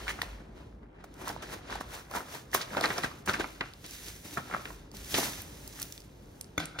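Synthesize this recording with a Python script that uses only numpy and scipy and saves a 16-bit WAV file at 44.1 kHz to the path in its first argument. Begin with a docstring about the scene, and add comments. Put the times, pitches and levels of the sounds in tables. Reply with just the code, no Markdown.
"""At a desk in a small quiet room a padded paper mailer is sawn and torn open, emptied and dropped; then the
plastic wrap inside is turned over and slid off a hollow case, which knocks. Dense slips rub with a grainy hiss,
buckles ring patches of the sheet, bursts ring snapping creases and ticking wrap, and modes ring the case.
Filtered noise hums and rumbles low throughout. A phone's two ports listen from the side."""
import sys
import numpy as np
from scipy import signal
from scipy.fft import rfft, irfft, next_fast_len
from scipy.io import wavfile

SR = 44100
rng = np.random.default_rng(int(sys.argv[2]) if len(sys.argv) > 2 else 0)


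def put_to_file(sound):
    """Save the sound as 16-bit audio at rate SR, in the file named by the first command-line argument."""
    columns = np.atleast_2d(sound).T  # one column per channel
    safe = np.clip(columns, -1, 1)
    whole_steps = np.round(safe * 32767)
    wavfile.write(sys.argv[1], SR, whole_steps.astype(np.int16))


N = 299880
SIZE = next_fast_len(N + SR)   # FFT length
BIN_HZ = np.arange(SIZE // 2 + 1) * SR / SIZE


def amp(db):
    """Decibels to amplitude."""
    return 10 ** (np.asarray(db) / 20)


def rms_one(x):
    """Scale to rms 1."""
    return x / np.sqrt(np.mean(x ** 2) + 1e-20)


def at_hz(points, hz):
    """Read a (Hz, value) table on a log frequency axis."""
    table = np.array(points)
    return np.interp(np.log(hz + 1), np.log(table[:, 0] + 1), table[:, 1])


def in_time(rows, quiet_db=None):
    """Columns joined by straight lines in time; quiet_db holds outside the rows."""
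    seconds, *columns = np.transpose(rows)
    t = np.arange(N) / SR
    return [np.interp(t, seconds, column, quiet_db, quiet_db) for column in columns]


def filtered(x, response):
    """Multiply the spectrum by a response."""
    return irfft(rfft(x, SIZE) * response, SIZE)[..., :N]


def drift(rate_hz):
    """Slow random wander of rms 1: noise through a two-pole low-pass."""
    r = np.exp(-2 * np.pi * rate_hz / SR)
    wander = signal.lfilter([1], [1, -2 * r, r * r], rng.standard_normal(N + SR))
    return rms_one(wander[SR:])   # settled part only


def ring(x, hz, cycles):
    """A resonant mode that dies by 60 dB in so many cycles."""
    r = amp(-60 * hz / (cycles * SR))
    w = 2 * np.pi * min(hz, 17000.) / SR
    return signal.lfilter([0, np.sin(w)], [1, -2 * r * np.cos(w), r * r], x + 1e-18)


def grains(per_s, spread_db, clump_db, clump_hz):
    """Tiny slips of uneven size and random sign that come in clumps; rms 1."""
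    sizes = amp(spread_db * np.minimum(rng.exponential(1, N), 5)) * rng.choice([-1, 1], N)
    happens = rng.random(N) < per_s / SR
    return rms_one(sizes * happens * amp(clump_db * drift(clump_hz)))


def burst(noise, length_s):
    """A sharp release followed by ragged after-slips that decay exponentially."""
    t = np.arange(len(noise)) / SR
    release = 3.06 * (t < 5e-5)
    return (noise + release) * np.exp(-t / np.clip(length_s, 2e-4, .02))


def add(out, s, sound, peak_db, pan_db, lag):
    """Lay in a sound of given peak; pan_db is left minus right, lag delays the left in samples."""
    for side, sign in zip(out, (1, -1)):
        at = round(s * SR) + (lag if sign > 0 else 0)
        part = side[at:at + len(sound)]
        part += amp(peak_db + sign * pan_db / 2) * sound[:len(part)] / np.max(np.abs(sound))


def blend(mid, side):
    """Two noises mixed to a set left-right likeness per frequency."""
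    # Each row: frequency in Hz, left-right likeness (1 = alike, 0 = unrelated).
    likeness = [(60, 1.0), (130, 0.98), (290, 0.85), (640, -0.04), (1410, -0.071), (3100, 0.17),
                (6820, 0.96), (15000, 0.99)]
    alike = np.clip(at_hz(likeness, BIN_HZ), -1, 1)
    mid = filtered(mid, np.sqrt(1 + alike))
    side = filtered(side, np.sqrt(1 - alike))
    return np.array([mid + side, mid - side]) / np.sqrt(2)


def hands():
    """Each stroke swells to its peak and dies; powers add, and buckling power weights the panel's pitch."""
    # Strokes, tugs and squeezes. Each row: peak time, rise and fall in seconds, buckling level in dB,
    # panel pitch in Hz, rubbing level, sheen level and weight on the desk in dB; all levels before trim.
    strokes = [(0.096, 0.029, 0.05, -47, 1900, -39, -46.5, -55),
               (0.195, 0.015, .02, -40, 1590, -66, -69, -43.5),
               (0.219, 0.0026, 0.053, -45, 1820, -45, -52, -50),
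               (.405, .01, 0.034, -57, 700, -66, -80, -43), (.58, 0.083, 0.24, -53, 515, -63, -74, -44),
               (.835, 0.045, 0.035, -55, 700, -82, -99, -46), (.95, 0.005, .03, -56, 800, -77, -97, -52),
               (1.01, .03, 0.026, -54, 780, -68, -95, -54),
               (1.042, 0.0038, 0.018, -45, 1000, -56, -57.5, -66),
               (1.22, 0.073, 0.055, -41, 779, -58, -55, -49),
               (1.291, 0.072, 0.07, -35.5, 1110, -43.5, -48, -39.5),
               (1.424, 0.0043, 0.062, -38.5, 884, -45.5, -57, -59),
               (1.536, 0.085, 0.067, -38, 794, -46.5, -51.5, -45.5),
               (1.722, 0.082, 0.17, -37, 1120, -45, -61, -52),
               (1.808, .005, 0.029, -43, 1020, -45, -50, -47),
               (1.951, 0.099, .12, -40.5, 1170, -47.5, -50.5, -64),
               (2.159, 0.055, 0.095, -30.5, 1070, -43.5, -44.5, -46),
               (2.35, 0.13, 0.1, -40.5, 1190, -46.5, -50, -59),
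               (2.546, 0.016, 0.049, -26.5, 1120, -32, -31.5, -48),
               (2.618, 0.069, 0.056, -39.5, 1220, -38.5, -54, -56),
               (2.739, 0.065, 0.058, -38, 780, -53, -56, -41),
               (2.769, 0.0058, 0.057, -23.5, 900, -47, -56, -52),
               (2.839, 0.029, .03, -38, 1340, -34.5, -57, -34),
               (2.859, 0.052, 0.022, -23.5, 1090, -40, -51, -46),
               (2.905, 0.012, 0.042, -35, 1590, -56, -61, -30),
               (2.986, 0.044, 0.033, -31, 1190, -45, -48, -48),
               (3.044, 0.025, 0.035, -25.5, 1500, -37, -48, -35.5),
               (3.19, 0.054, .05, -60, 635, -63, -64, -60), (3.26, 0.0028, .03, -55, 1500, -51, -43.5, -60),
               (3.29, 0.023, 0.053, -24, 1340, -35.5, -43.5, -31),
               (3.338, 0.014, 0.078, -32, 1500, -39, -51, -37),
               (3.397, 0.0062, 0.078, -31.5, 500, -39, -54, -30.5),
               (3.611, 0.0065, 0.035, -29.5, 1530, -54, -76, -34.5),
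               (3.66, 0.057, 0.13, -47, 1480, -56.5, -75, -61),
               (3.843, 0.0028, 0.057, -47.5, 1180, -45.5, -63, -44),
               (3.94, 0.17, 0.18, -64, 1200, -49.5, -50, -67),
               (4.08, 0.17, 0.17, -53.5, 960, -48, -48, -49.5),
               (4.254, 0.03, 0.2, -50.5, 700, -50.5, -52.5, -44.5),
               (4.34, 0.065, .08, -58, 1000, -50.5, -49, -58),
               (4.376, 0.01, 0.037, -27.5, 990, -46, -53, -32),
               (4.542, 0.063, 0.1, -33.5, 1300, -55, -63, -38),
               (4.664, .02, 0.075, -46, 1500, -57, -67, -38),
               (4.95, 0.026, 0.24, -67, 750, -52.5, -54.5, -49),
               (5.121, 0.073, 0.069, -56, 1700, -42.5, -41, -62),
               (5.144, 0.0032, 0.037, -37, 1100, -26, -46, -31.5),
               (5.181, 0.063, 0.094, -31.5, 712, -32.5, -33, -31.5),
               (5.24, 0.1, 0.16, -36.5, 1130, -37, -38, -36.5),
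               (5.395, 0.14, .08, -59, 1100, -48.5, -50, -57),
               (5.816, 0.17, 0.11, -52, 970, -50.5, -50.5, -54),
               (6.599, 0.018, 0.11, -42, 1420, -40.5, -60, -42),
               (6.79, 0.0038, 0.06, -39, 1430, -32.5, -70, -71)]
    # Faint handling between strokes. Each row: time in seconds, buckling, rubbing and sheen in dB before trim.
    holding = [(0, -44.5, -51, -60), (.3, -49.5, -58.5, -68), (.53, -60, -74, -90), (.72, -75, -80, -104),
               (.86, -65.5, -111, -99), (1.0, -54, -74, -99), (1.1, -61, -70.5, -86),
               (1.4, -50.5, -58, -91), (2.07, -59, -70, -89), (2.48, -62, -68, -74), (2.9, -35, -44, -50.5),
               (3.1, -50.5, -54, -62), (3.25, -58.5, -70, -78), (3.48, -55, -56, -60.5),
               (3.8, -67, -70, -80), (4.22, -68, -62.5, -61), (4.47, -53, -54.5, -61.5),
               (4.72, -54, -57.5, -58), (4.9, -65, -69.5, -83), (5.05, -54.5, -54.5, -55),
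               (5.5, -56.5, -58.5, -59), (5.95, -66, -60.5, -57.5), (6.1, -67, -68.5, -73.5),
               (6.4, -62, -69, -70), (6.56, -67, -69, -79), (6.8, -53, -62, -75)]
    holding_panel_hz, holding_weight_db = 700, -57.5
    span_db = 20.5   # level lost over one rise or fall
    step = 32   # samples per control point
    buckle_db, rub_db, sheen_db = [column[::step] for column in in_time(holding)]
    t = (np.arange(0, N + step, step) / SR)[:len(rub_db)]
    s, rise_s, fall_s, *peaks = np.array(strokes).T[:, :, None]
    stroke_buckle_db, stroke_panel_hz, stroke_rub_db, stroke_sheen_db, stroke_weight_db = peaks

    away = np.where(t < s, (s - t) / np.maximum(rise_s, .002), (t - s) / np.maximum(fall_s, .002))
    swell_power = amp(-2 * span_db * np.minimum(away, 6))
    stroke_levels_db = (stroke_buckle_db, stroke_rub_db, stroke_sheen_db, stroke_weight_db)
    parts = [amp(2 * db) * swell_power for db in stroke_levels_db]
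    rests = [amp(2 * db) for db in (buckle_db, rub_db, sheen_db, holding_weight_db)]
    powers = [part.sum(axis=0) + rest for part, rest in zip(parts, rests)]

    pitch_sum = (parts[0] * stroke_panel_hz).sum(axis=0) + rests[0] * holding_panel_hz
    centre_hz = pitch_sum / powers[0]
    buckle_db, rub_db, sheen_db, weight_db = 10 * np.log10(powers)
    return in_time(np.transpose([t, buckle_db, centre_hz, rub_db, sheen_db, weight_db]))


def buckling(level_db, centre_hz):
    """Small buckles fall on patches of the sheet, each ringing a few cycles; the panel favours one pitch."""
    # Buckling colour. Each row: frequency in Hz, relative level in dB per Hz.
    paper = [(150, -32), (250, 1), (661, -3.5), (1010, -1), (1170, -20), (1300, 0), (1560, -3), (2690, -12),
             (3500, -16), (4550, -46), (7700, -120)]
    slips = grains(per_s=2500, spread_db=3.0, clump_db=1.0, clump_hz=60)
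    pitches_hz = np.geomspace(260, 3200, num=16)
    patch = rng.integers(0, 16, N)   # which patch each slip falls on
    focus_db_per_octave = 3.8 * (centre_hz / 1000.) ** 1.7   # small taut panels keep closer to their pitch
    rings, power = 0, 0
    for k, hz in enumerate(pitches_hz):
        octaves_off = np.minimum(np.abs(np.log2(hz / centre_hz)), 1.5)
        gain = amp(at_hz(paper, hz) - focus_db_per_octave * octaves_off) * np.sqrt(hz)
        rings = rings + gain * rms_one(ring(slips * (patch == k), hz, cycles=9.5))
        power = power + gain ** 2
    return amp(level_db - 5.5) * rings / np.sqrt(power)


def rubbing(rub_db, sheen_db):
    """Fibres slip so densely that they hiss; smooth plastic adds the sheen on top."""
    # Rubbing colour. Each row: frequency in Hz, relative level in dB per Hz.
    rub_colour = [(1060, -13.5), (1800, -2.5), (1930, -3.5), (2620, -3), (3700, -2.5), (6860, -13.5),
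                  (7560, -19.5), (8500, -22), (11000, -22.5), (18700, -120)]
    # Sheen colour. Each row: frequency in Hz, relative level in dB per Hz.
    sheen_colour = [(3530, -26.5), (6000, -0.5), (7800, -6), (11100, -3.5), (15200, -6), (16200, 5.5),
                    (16500, -47)]
    slips = grains(per_s=14000, spread_db=1.5, clump_db=1.5, clump_hz=85)
    rub = rms_one(filtered(slips, amp(at_hz(rub_colour, BIN_HZ))))
    sheen = rms_one(filtered(slips, amp(at_hz(sheen_colour, BIN_HZ))))
    return amp(rub_db - 2.5) * rub + amp(sheen_db - 2.0) * sheen


def desk(weight_db):
    """The desk top booms dully under the parcel: band-passed slips."""
    band = signal.butter(2, [110., 380.], "band", fs=SR, output="sos")
    slips = grains(per_s=600, spread_db=1.4, clump_db=3.7, clump_hz=49)
    return amp(weight_db - 5.5) * rms_one(signal.sosfilt(band, slips))


def snaps():
    """A crease gives way: a burst rings the panel and two neighbours."""
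    # Creases snapping. Each row: start in seconds, peak in dB before trim, ring in Hz, burst decay in seconds.
    creases = [(0.069, -32.5, 1540, 0.0096), (0.08, -20.5, 2080, 0.01), (0.092, -21.5, 1810, 0.0058),
               (0.103, -24, 1880, .005), (.111, -28, 1980, 0.0047), (0.189, -31.5, 1030, 0.0032),
               (.217, -16, 1920, 0.0019), (.231, -34.5, 675, 0.0017), (1.042, -40, 807, 0.002),
               (1.244, -40, 940, 0.0027), (1.275, -26.5, 990, .0023), (1.299, -29.5, 855, 0.0069),
               (1.363, -30.5, 910, 0.0026), (1.538, -34, 1120, 0.0034), (1.699, -34, 1170, 0.0026),
               (1.726, -29, 1450, .0027), (1.754, -30, 870, 0.0075), (1.81, -25, 1010, 0.0037),
               (2.112, -35, 799, 0.0077), (2.15, -28.5, 980, 0.007), (2.17, -25.5, 960, 0.01),
               (2.532, -26, 1770, .0045), (2.548, -12, 1025, 0.0012), (2.577, -32, 1600, .003),
               (2.61, -30, 1490, .0038), (2.705, -36, 1550, .0034), (2.749, -26.5, 1320, .0036),
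               (2.769, -26.5, 685, .0034), (2.781, -26, 900, 0.0027), (2.812, -22.5, 673, 0.0053),
               (2.84, -16, 1560, 0.007), (2.848, -21.5, 1160, .0047), (2.904, -19, 1920, 0.0066),
               (2.974, -32, 890, 0.0053), (2.983, -24, 1430, 0.0093), (3.036, -20.5, 1840, 0.0046),
               (3.046, -39, 1760, 0.0031), (3.114, -37.5, 1120, 0.0038), (3.276, -22, 1530, 0.0033),
               (3.294, -22.5, 1530, 0.0086), (3.34, -17.5, 1580, 0.0074), (3.397, -26, 394, 0.0039),
               (3.407, -22, 1530, 0.0047), (3.443, -22.5, 1230, 0.0055), (3.609, -18, 1970, 0.0062),
               (4.372, -22, 1160, 0.01), (4.499, -36, 950, 0.0052), (4.512, -27.5, 1250, 0.0052),
               (4.539, -23.5, 1330, 0.0058), (4.547, -17.5, 1300, 0.0019), (4.655, -26, 2050, .0039),
               (4.704, -34.5, 1000, 0.005), (4.941, -44, 880, 0.0042), (5.142, -27.5, 680, 0.004),
               (5.182, -20.5, 664, 0.0076), (5.23, -27, 1250, 0.0027), (5.79, -41, 1800, 0.0031)]
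    pan_db, pan_scatter_db = -2.5, 1   # left minus right, and its spread
    out = np.zeros((2, N))
    noises = rng.standard_normal((len(creases), 2601))
    lags = rng.integers(-2, 3, len(creases))
    for (s, peak_db, hz, decay_s), noise, lag in zip(creases, noises, lags):
        push = burst(noise[1:], decay_s)
        panel = ring(push, hz, cycles=12.5)
        beside = ring(push, 0.58 * hz, cycles=4.2) + 1.34 * ring(push, 1.63 * hz, cycles=6.6)
        pan = pan_db + pan_scatter_db * noise[0]
        add(out, s, panel - 0.55 * beside, peak_db + 1.5, pan, lag)
    return out


def ticks():
    """Stiff fibres and film flip over in about a millisecond: broad, bright clicks."""
    # Fibres and wrap ticking. Each row: start in seconds, peak in dB before trim, centre in Hz,
    # top octave in dB from the peak before trim.
    clicks = [(.219, -24, 4040, -11), (1.141, -50, 6020, -3), (1.281, -31.5, 6010, -4),
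              (1.2918, -29, 4790, -13), (1.4234, -42, 3580, -13), (1.706, -37, 4160, -9),
              (1.755, -38.5, 4180, 0), (1.8093, -49, 3780, -5), (2.1125, -39, 4200, -4),
              (2.516, -43, 5770, -12), (2.546, -11.5, 9000, -4), (2.615, -28, 4220, -27),
              (2.77, -32, 3680, -22), (2.8106, -24, 3800, -11), (2.844, -35, 3730, -27),
              (2.857, -20, 4240, -29), (2.9814, -23, 5740, -27), (3.034, -31, 4060, -20),
              (3.283, -31, 5800, -27), (3.2963, -21.5, 3520, -21), (3.335, -30, 4470, -13),
              (3.443, -42, 4170, -14), (3.61, -27.5, 3920, -35), (3.7365, -39, 3700, -10),
              (3.8636, -42, 4370, 1.5), (3.91, -35, 5660, -4), (4.0841, -32, 4450, -7),
              (4.916, -43, 4710, -8), (4.969, -39.5, 4550, -2), (5.046, -34, 5810, -15),
              (5.1423, -20, 3430, -17), (5.1834, -28, 6750, -10), (5.419, -40, 6230, 3),
              (5.677, -39, 4730, 5.5), (5.727, -40, 5690, -17), (5.7578, -43, 5780, -16),
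              (5.7997, -31, 6020, -1), (5.818, -21, 8600, -2), (5.8281, -22, 7140, -9),
              (5.924, -31, 6050, -6), (5.9783, -35.5, 3600, -12), (6.004, -41.5, 5850, -5),
              (6.0194, -45, 4680, -19), (6.258, -53, 6060, -19), (6.4118, -22, 9600, -40),
              (6.444, -41, 6250, -20), (6.6564, -24.5, 9400, -35)]
    out = np.zeros((2, N))
    noises = rng.standard_normal((len(clicks), 900))
    lags = rng.integers(-1, 2, len(clicks))
    high = signal.butter(3, 3000., "high", fs=SR, output="sos")
    top = signal.butter(3, 8000., "high", fs=SR, output="sos")
    for (s, peak_db, hz, top_db), noise, lag in zip(clicks, noises, lags):
        push = signal.sosfilt(high, burst(noise, length_s=.0013))
        add(out, s, ring(push, hz, cycles=6.2) + 0.12 * push, peak_db + 3.5, 0, lag)
        add(out, s, signal.sosfilt(top, push), peak_db + top_db + 10.5, 0, lag)
    return out


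def case():
    """Knocks and sliding fingers ring the same modes of the hollow plastic case."""
    # Knocks. Each row: start in seconds, peak in dB before trim.
    knocks = [(6.579, -14), (6.602, -22), (6.788, -24)]
    # Modes of the case. Each row: frequency in Hz, drive in dB, t60 in seconds.
    case_modes = [(163.5, -15, 0.2), (303, -12, 0.07), (780, -12, 0.05), (1460, -8, 0.036),
                  (1530, 2.5, 0.024), (2200, 7, 0.0092), (3510, 2.5, 0.032), (4500, -19, 0.0083),
                  (6250, -2, 0.025)]
    # The case slides in the hand. Each row: time in seconds, level in dB.
    slide = [(6.61, -46.5), (6.625, -39.5), (6.65, -48.5), (6.69, -59), (6.74, -56), (6.76, -45),
             (6.785, -53), (6.8, -48)]
    knock_soft_hz, finger_soft_hz = 3040, 1700   # low-pass cut-offs: a softer contact is duller

    def modes(push):
        """Sum of the case's ringing modes."""
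        return sum(amp(drive_db) * ring(push, hz, hz * t60_s) for hz, drive_db, t60_s in case_modes)

    out = np.zeros((2, N))
    knock_filter = signal.butter(1, knock_soft_hz, fs=SR)
    for (s, peak_db), noise in zip(knocks, rng.standard_normal((len(knocks), 6000))):
        blow = signal.lfilter(*knock_filter, burst(noise, length_s=0.0031))
        add(out, s, modes(blow), peak_db + .3, 0, 0)
        clack = np.diff(burst(noise, length_s=0.0021))   # the contact itself
        add(out, s, clack, peak_db - 11.5, 0, 0)

    slips = grains(per_s=6000, spread_db=1.3, clump_db=.8, clump_hz=40)
    finger = signal.lfilter(*signal.butter(2, finger_soft_hz, fs=SR), slips)
    slide_db = in_time(slide, quiet_db=-120)[0]
    return out + amp(slide_db) * rms_one(modes(finger))


def ports(x):
    """Direct sound meets the phone's body: ports differ in phase and level, but not for long waves."""
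    # Each row: frequency in Hz, left port's phase lead in radians before the long-wave taper.
    port_phase = [(0, 9.5), (520, -1.5), (950, 1.5), (1810, -0.06), (2760, -3), (3790, -5), (4480, -6),
                  (6200, -4.5), (7240, -3.5), (8180, -5), (9220, -19), (11600, -4.5), (15200, -9.5),
                  (16400, 9)]
    # Each row: frequency in Hz, left minus right in dB before the long-wave taper.
    port_balance = [(60, 3), (150, -3), (380, 8), (950, -2), (2380, 4), (5980, -7.5), (15000, 2)]
    short = BIN_HZ ** 2 / (BIN_HZ ** 2 + 300 ** 2)   # taper: 0 for long waves, 1 for short
    level = amp(short * at_hz(port_balance, BIN_HZ) / 2)
    turn = level * np.exp(.5j * short * at_hz(port_phase, BIN_HZ))
    return filtered(x, np.array([turn, 1 / turn]))


def room(x):
    """Reflections as octave bands of decaying noise, blended to the ports' likeness."""
    # Each row: frequency in Hz, t60 in seconds.
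    room_t60 = [(200, 0.55), (1500, 0.46), (6000, 0.19), (16000, 0.25)]
    room_db = -13
    t = np.arange(SR // 2) / SR
    white = rng.standard_normal((2, len(t)))
    tail = 0
    for low_hz in 100 * 2. ** np.arange(8):
        band = signal.butter(2, [low_hz, min(2 * low_hz, 19000)], "band", fs=SR, output="sos")
        t60_s = at_hz(room_t60, np.sqrt(2) * low_hz)
        tail = tail + signal.sosfilt(band, white) * amp(-60 * t / t60_s)
    tail = tail * np.clip((t - .002) / 0.0027, 0, 1)   # first walls answer after a few ms
    tail = tail / np.sqrt(np.sum(tail ** 2) / 2)
    wet = filtered(x, rfft(tail, SIZE))
    return amp(room_db) * blend(wet[0], wet[1])


def hum():
    """Steady room tone: shaped noise, heavy in the bass, wavering a little."""
    # Each row: frequency in Hz, relative level in dB per Hz.
    hum_colour = [(35, -9.5), (60, -7.5), (81, -4), (133, -5.5), (189, -9.5), (427, -13), (540, -16.5),
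                  (666, -19), (749, -21), (882, -21.5), (1620, -32.5), (4030, -67), (16000, -75.5)]
    hum_db, waver_db = -53, 1.6
    mid, side = filtered(rng.standard_normal((2, N)), amp(at_hz(hum_colour, BIN_HZ)))
    return amp(hum_db + waver_db * drift(rate_hz=1.4)) * rms_one(blend(mid, side))


def rumble():
    """Narrow low rumble near 50 Hz, like mains hum, rising and falling, alike at both ports: filtered noise."""
    # Each row: time in seconds, level in dB before trim.
    rumble_level = [(0.0, -46.5), (0.34, -44.5), (1.25, -56), (1.84, -45.5), (2.37, -74), (2.52, -52),
                    (3.01, -65), (3.2, -83), (3.39, -48.5), (3.79, -58), (3.94, -46.5), (4.35, -64),
                    (4.7, -49.5), (4.85, -49), (5.19, -50), (5.49, -50.5), (6.8, -59.5)]
    centre_hz, width_hz = 51.3, 6.7
    peak = 1 / (1 + ((BIN_HZ - centre_hz) / width_hz) ** 2)   # half amplitude at centre +- width
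    noise = rms_one(filtered(rng.standard_normal(N), peak))
    return amp(in_time(rumble_level)[0] - 3.5) * noise


def scene():
    """Mix direct sound, the parcel's spread, reflections and background."""
    buckle_db, centre_hz, rub_db, sheen_db, weight_db = hands()
    near, far, edge = [buckling(buckle_db, centre_hz) + rubbing(rub_db, sheen_db) for _ in range(3)]
    dry = near + desk(weight_db) + case() + snaps() + ticks()
    spread = blend(far, edge)   # the parcel is wide: part of it sounds from other directions
    return ports(dry) + spread + room(dry.mean(axis=0)) + hum() + rumble()


def record(dry):
    """The microphone loses the deepest bass; the top is cut."""
    dry = signal.sosfilt(signal.butter(3, 38., "high", fs=SR, output="sos"), dry)
    return signal.sosfilt(signal.cheby2(16, 80, 16500, fs=SR, output="sos"), dry)


dry = scene()
out = record(dry)
put_to_file(out)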